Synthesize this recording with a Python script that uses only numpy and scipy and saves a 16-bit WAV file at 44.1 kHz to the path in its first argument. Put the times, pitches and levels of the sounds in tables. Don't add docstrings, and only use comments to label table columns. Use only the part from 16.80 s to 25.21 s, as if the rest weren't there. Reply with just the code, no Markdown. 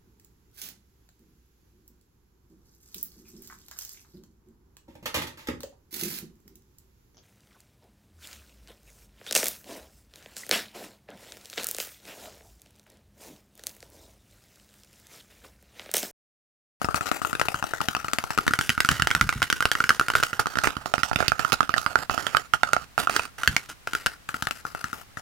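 import sys
import numpy as np
from scipy import signal
from scipy.fft import rfft, irfft
from scipy.io import wavfile
from scipy.ndimage import uniform_filter1d

SR = 44100
rng = np.random.default_rng(int(sys.argv[2]) if len(sys.argv) > 2 else 0)


def unload_audio(sound):
    columns = np.transpose(np.atleast_2d(sound))
    steps = np.round(np.clip(columns, -1, 1) * 32767)
    wavfile.write(sys.argv[1], SR, steps.astype(np.int16))


N = 370881

SIZE = 2048
HZ = np.fft.rfftfreq(SIZE, 1 / SR)
# time in seconds, left minus right in dB.
PATH = [(0, 13), (1.35, 8.5), (2.1, -2.5), (3.3, -1.5), (4.2, -16), (5.9, -12.5), (6.7, -2.5), (7.5, 7)]
REFERENCE_TAP_DB, USUAL_BRIGHT_DB = -6.5, 7.5
GRAIN_SPREAD_DB = 4
DRAG_RISE_S, DRAG_LIFT_S, DRAG_UNEVEN_DB = 0.0026, 0.018, 4
TREMBLE = 0.22
LEAD_SAMPLES = 20


def amp(db):
    return 10 ** (np.asarray(db) / 20)


def evened(x):
    return x / np.sqrt(np.mean(x ** 2) + 1e-20)


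def read(points, hz):
    f, db = np.transpose(points)
    return np.interp(np.log(hz + 1), np.log(f), db)


def at(curve, s):
    return np.interp(s, *np.transpose(curve))


def add(mix, s, sound):
    part = mix[:, round(s * SR):][:, :sound.shape[1]]
    part += sound[:, :part.shape[1]]


def ring(db):
    cepstrum = irfft(np.log(amp(db)))
    cepstrum[1:SIZE // 2] *= 2
    cepstrum[SIZE // 2 + 1:] = 0
    response = irfft(np.exp(rfft(cepstrum)))
    return evened(response) / np.sqrt(SIZE)


def ripple(width_hz):
    knots = np.arange(0, SR, width_hz)
    heights = rng.standard_normal(SIZE)[:len(knots)]
    return np.interp(HZ, knots, heights)


def grains(count, spread_db):
    grain_db = spread_db * np.minimum(rng.exponential(1, count), 6)
    return evened(rng.standard_normal(count) * amp(grain_db))


def uneven(count):
    return evened(uniform_filter1d(rng.standard_normal(count), size=300))


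def hush():
    # frequency in Hz, relative density in dB per Hz.
    background = [(20, -8), (70, -1), (450, -17), (1400, -14.5), (16000, -30)]
    noise = rng.standard_normal((2, N + SIZE))
    coloured = signal.fftconvolve(noise, ring(read(background, HZ))[None], axes=1)
    return evened(coloured[:, SIZE:N + SIZE])


def touches():
    # start in seconds, level in dB, brightness in dB (a nail high, a fingertip low).
    clear_taps = [(0.087, -20.5, -3), (0.1445, -18, 4), (0.3154, -18.5, 4), (0.449, -19, 4),
                  (0.5302, -22, 10), (0.597, -20.5, 15), (0.6147, -16, 5), (0.6848, -19, 4.5),
                  (0.744, -21, 6.5), (0.8264, -22, 2), (0.9358, -21.5, -5), (1.0051, -22, 2),
                  (1.0857, -18.5, 12), (1.15, -20.5, 7), (1.334, -19, 11), (1.386, -19.5, 10),
                  (1.577, -20, 4), (1.586, -14.5, 2.5), (1.6793, -15.5, 9.5), (1.7363, -15, 8),
                  (1.7897, -17.5, 7.5), (1.8114, -21.5, 13), (1.8937, -16, 13), (1.9021, -19, 13),
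                  (1.9778, -20, -3), (2.0044, -14.5, 12.5), (2.0481, -17, 14.5), (2.0893, -12, 9.5),
                  (2.1976, -19.5, 7), (2.2216, -15, 10), (2.2721, -16.5, 8.5), (2.3048, -23.5, 10),
                  (2.313, -16.5, 11), (2.3502, -15, 10), (2.4117, -11.5, 10.5), (2.4917, -16, 9),
                  (2.6197, -16, 5), (2.6281, -18, 13), (2.7012, -18, 13.5), (2.7271, -16.5, 14.5),
                  (2.8056, -17, 6), (2.8251, -18.5, 10), (2.8548, -14, 3), (2.9158, -16, 14),
                  (2.9527, -19.5, 4.5), (3.0036, -14, 5.5), (3.0402, -17.5, 9), (3.0927, -12, 12),
                  (3.105, -11, 2), (3.1967, -14, 6), (3.2115, -17, -2), (3.284, -20.5, 8),
                  (3.302, -18.5, 2.5), (3.353, -11.5, 3), (3.428, -17.5, 5), (3.435, -15.5, 13),
                  (3.5935, -18, -4.5), (3.658, -21.5, 3), (3.7866, -17.5, 14), (3.8433, -17, 4),
                  (3.8727, -15.5, 1.5), (4.139, -13.5, 7.5), (4.2331, -14.5, 16.5), (4.314, -20, -8),
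                  (4.3599, -17, 9.5), (4.4043, -16.5, 4), (4.426, -19.5, -5), (4.4813, -13.5, 23),
                  (4.5193, -13.5, 2), (4.5944, -19, 7), (4.6486, -15, 12), (4.7213, -15.5, 17.5),
                  (4.806, -11.5, 4), (4.8932, -17.5, 7.5), (4.94, -14.5, 5.5), (4.9804, -16.5, 17),
                  (5.063, -15.5, 1), (5.1564, -9.5, 0), (5.297, -18, 2.5), (5.3778, -19, 0),
                  (5.4672, -19, 13), (5.5484, -12.5, -3), (5.569, -13, 13.5), (5.7365, -12, 9),
                  (5.8331, -11.5, 5.5), (5.933, -11.5, 13.5), (5.9654, -15.5, 0), (6.1792, -15.5, 8.5),
                  (6.2723, -14.5, 3), (6.2964, -18.5, 8), (6.3641, -15.5, 14), (6.395, -18.5, 3),
                  (6.6342, -20, 13.5), (6.676, -10, 14), (6.7653, -14, 13), (7.1337, -23.5, 13),
                  (7.151, -19, 8.5), (7.2616, -17.5, 11.5), (7.2676, -17.5, 13.5), (7.6241, -23, 14.5),
                  (7.671, -21, 6), (7.71, -23.5, 13), (7.8519, -25, -2), (7.949, -27.5, 3.5),
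                  (8.0423, -23, 8.5), (8.1302, -26, 12.5), (8.3717, -30, 1)]
    graze_starts = [0.016, 0.045, 0.209, 0.417, 0.551, 0.84, 1.014, 1.166, 1.245, 1.283, 1.439, 1.505,
                    1.666, 1.708, 2.116, 2.526, 3.336, 3.4, 3.53, 3.669, 3.755, 3.771, 3.967, 4.058, 4.18,
                    4.331, 4.737, 4.829, 4.963, 7.073, 7.489, 7.542]
    graze_db = -24
    grazes = [(s, graze_db + rng.standard_normal(), USUAL_BRIGHT_DB, 0) for s in graze_starts]
    return sorted([(*row, 1) for row in clear_taps] + grazes)


def side(s):
    return at(PATH, s) + rng.standard_normal()


def cupping(side_db):
    return np.exp(-(side_db / 5.04) ** 2)


def facing(side_db):
    air_hz, air_per_side = 5960, 0.2
    tilt = np.tanh(2 * np.log((HZ + 1) / air_hz)) * np.minimum(HZ / air_hz, 1)
    return air_per_side * side_db * tilt


def tube(side_db, bright_db):
    # frequency in Hz, width in Hz, average level in dB,
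    # change in dB when it is cupped behind the microphone.
    modes = [(765, 230, 10.5, -10), (1353, 154.5, 21, -1.13), (1810, 345, 7, 2), (2728, 308, 5, 0)]
    # frequency in Hz, level in dB.
    wall = [(100, -5), (450, 1), (1100, -42), (2300, -4), (4800, -3.5), (10000, -13), (15500, -20.5)]
    spot_spread_db, rise, rise_per_db = 1.68, 0.054, 0.005
    cupped = cupping(side_db)
    hz = HZ / (1 + cupped * (rise + rise_per_db * bright_db))
    power = amp(read(wall, hz)) ** 2
    for f, width, db, change_db in modes:
        spot_db = spot_spread_db * rng.standard_normal()
        peak = 1 / (1 + ((hz - f) / width) ** 2) ** 2
        power += amp(db + cupped * change_db + spot_db) ** 2 * peak
    treble = 1 / (1 + (1800 / (HZ + 1)) ** 6)
    return 10 * np.log10(power) + bright_db * treble + 2.37 * ripple(325.0)


def capsules(db, side_db):
    off_axis = np.tanh(side_db / 6)
    apart_db = 2 * (1 + abs(off_axis)) * ripple(628.0) * np.minimum(HZ / 2500, 1)
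    turn = np.exp(-.5j * off_axis)
    left = irfft(rfft(np.roll(ring(db + apart_db), LEAD_SAMPLES)) * turn)
    right = irfft(rfft(np.roll(ring(db - apart_db), LEAD_SAMPLES)) / turn)
    gains = evened(amp(np.array([[side_db], [-side_db]]) / 2))
    return gains * np.array([left, right])[:, :SIZE // 2]


def tap(response, sharpness, crunch=0.71, crunch_s=0.0027, tap_s=0.0062, settle_s=0.0011):
    settling_blows, settle_share = 2, 0.48
    t = np.arange(SIZE // 2) / SR
    fibres = grains(len(t), 2.34) * np.sqrt(t) * np.exp(-2 * t / crunch_s)
    blow = crunch * evened(fibres) / np.sqrt(len(t))
    blow[0] += sharpness
    for delay, size in rng.random((settling_blows, 2)):
        blow[int(2 * delay * settle_s * SR)] += settle_share * size
    sound = signal.fftconvolve(response, blow[None], axes=1)
    return evened(sound) * np.sqrt(tap_s * SR / sound.shape[1])


def stroke(gap, longest_s=0.11, fade_db_per_s=80):
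    t = np.arange(SR // 5) / SR
    end_s = np.clip(gap, DRAG_LIFT_S, longest_s)
    lift = np.clip((end_s - t) / DRAG_LIFT_S, 0, 1)
    easing = amp(DRAG_UNEVEN_DB * uneven(len(t)) - fade_db_per_s * t)
    return np.minimum(t / DRAG_RISE_S, 1) * lift * easing


def rubbed(drag, side_db, bright_db):
    # frequency in Hz, level in dB.
    paper = [(450, 4.5), (1400, -1.5), (5000, 5.5), (13000, 9.5)]
    response = capsules(tube(side_db, bright_db) + read(paper, HZ) + facing(side_db), side_db)
    return signal.fftconvolve(response, drag[None], axes=1)


def flexed(push, side_db):
    # frequency in Hz, level in dB.
    thump = [(22, -31), (60, -2.5), (300, -3), (2000, -54.5)]
    deep_hz, deep_per_side = 80, 0.31
    muffle_hz, muffle_db = 232, 3.5
    ripple_hz = 128
    left, left_spread, right = -0.51, 0.66, 1.23
    deep_db = -deep_per_side * min(side_db, 0) * np.exp(-(HZ / deep_hz) ** 2)
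    flex_db = read(thump, HZ) + deep_db + 2 * ripple(ripple_hz)
    flex_db = flex_db - muffle_db * cupping(side_db) * np.clip(2 * HZ / muffle_hz - 1, 0, 1)
    flex = np.array([ring(flex_db + 2 * ripple(ripple_hz)) for _ in range(2)])
    gains = np.array([[left + left_spread * rng.standard_normal()], [right]])
    return gains * signal.fftconvolve(flex, push[None], axes=1)


def tapping():
    # time in seconds,
    # relative strength in dB under a reference tap.
    nearness = [(0, -22), (1.3, -27.5), (1.65, -22), (3.3, -28), (4.3, -23.5), (6.3, -35.5), (8.1, -26)]
    # time in seconds, level of the drag in dB after a reference tap.
    firmness = [(0, -31), (1.3, -34.5), (5.2, -33), (6, -44), (8.1, -36)]
    drag_follows, thump_follows = 0.26, 0.47
    drag_bright_share = 0.33
    blow = 23
    out, rows = np.zeros((2, N)), touches()
    gaps = np.diff([row[0] for row in rows], append=N / SR)
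    for (s, tap_db, bright_db, sharpness), gap in zip(rows, gaps):
        side_db = side(s)
        harder_db = tap_db - REFERENCE_TAP_DB
        nail_db = bright_db - USUAL_BRIGHT_DB
        early_s = s - LEAD_SAMPLES / SR
        response = capsules(tube(side_db, nail_db) + facing(side_db), side_db)
        add(out, early_s, amp(tap_db) * tap(response, sharpness))

        pressure = amp(at(firmness, s) + drag_follows * harder_db) * stroke(gap)
        drag = pressure * grains(len(pressure), GRAIN_SPREAD_DB)
        add(out, early_s, rubbed(drag, side_db, drag_bright_share * nail_db))

        push = TREMBLE * drag
        thump_db = at(nearness, s) + thump_follows * harder_db + 2 * rng.standard_normal()
        push[0] += blow * amp(thump_db)
        add(out, s, flexed(push, side_db))
    return out


def room(x, t60=0.11, first_s=0.0034):
    t = np.arange(SR // 2) / SR
    reflections = rng.standard_normal((2, len(t))) * (rng.random((2, len(t))) < .1)
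    decay = (t > first_s) * amp(-60 * t / t60)
    tail = evened(reflections * decay) / np.sqrt(len(t))
    return signal.fftconvolve(x.mean(0)[None], tail, axes=1)[:, :N]


def scraping():
    # start in seconds, length in seconds to the middle of the lift,
    # level in dB of the pressure halfway along, about which it varies.
    scrapes = [(0.153, 0.025, -27), (0.256, 0.044, -31), (2.097, 0.11, -33), (3.354, 0.06, -33),
               (3.594, 0.039, -30.5), (3.834, 0.05, -26), (4.386, 0.092, -35.5), (4.591, 0.085, -33.5),
               (4.725, 0.025, -26), (4.965, 0.04, -32), (5.304, 0.072, -33), (5.377, 0.3, -40),
               (5.734, 0.031, -32.5), (5.836, 0.21, -39), (6.183, 0.074, -30), (6.296, 0.17, -36),
               (6.58, 0.19, -44), (6.887, 0.049, -44.5), (7.275, 0.076, -52)]
    fade_db = 11.5
    out, t = np.zeros((2, N)), np.arange(SR // 4) / SR
    for start, length, db in scrapes:
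        shape = np.minimum(t / DRAG_RISE_S, 1) * np.clip((length - t) / DRAG_LIFT_S + .5, 0, 1)
        easing_db = fade_db * (.5 - t / length) + DRAG_UNEVEN_DB * uneven(len(t))
        pressure = shape * amp(db + easing_db)
        drag = pressure * grains(len(t), GRAIN_SPREAD_DB)
        add(out, start, rubbed(drag, side(start), 0))
        add(out, start, flexed(TREMBLE * drag, at(PATH, start)))
    return out


def jolting(shake_s=0.026):
    # start in seconds,
    # level in dB (rms over the 0.2 s of a jolt).
    jolts = [(2.105, -40), (2.219, -45), (2.347, -42), (2.412, -35), (2.555, -40), (6.677, -37)]
    jolt_hz = [45, 192]
    out, t = np.zeros((2, N)), np.arange(SR // 5) / SR
    deep = signal.butter(3, jolt_hz, "bandpass", fs=SR, output="sos")
    for s, db in jolts:
        shudder = rng.standard_normal(len(t)) * np.exp(-t / shake_s)
        push = evened(shudder) / np.sqrt(len(t))
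        push[0] += .5
        add(out, s, amp(db) * evened(signal.sosfilt(deep, push))[None])
    return out


def scene():
    near = tapping() + scraping() + jolting()
    return near + amp(-10.5) * room(near) + amp(-52.5) * hush()


def record(dry):
    band = signal.firwin(255, 16000, window=("kaiser", 8), fs=SR)
    return signal.oaconvolve(np.clip(dry, -1, 1), band[None], "same")


dry = scene()
out = record(dry)
unload_audio(out)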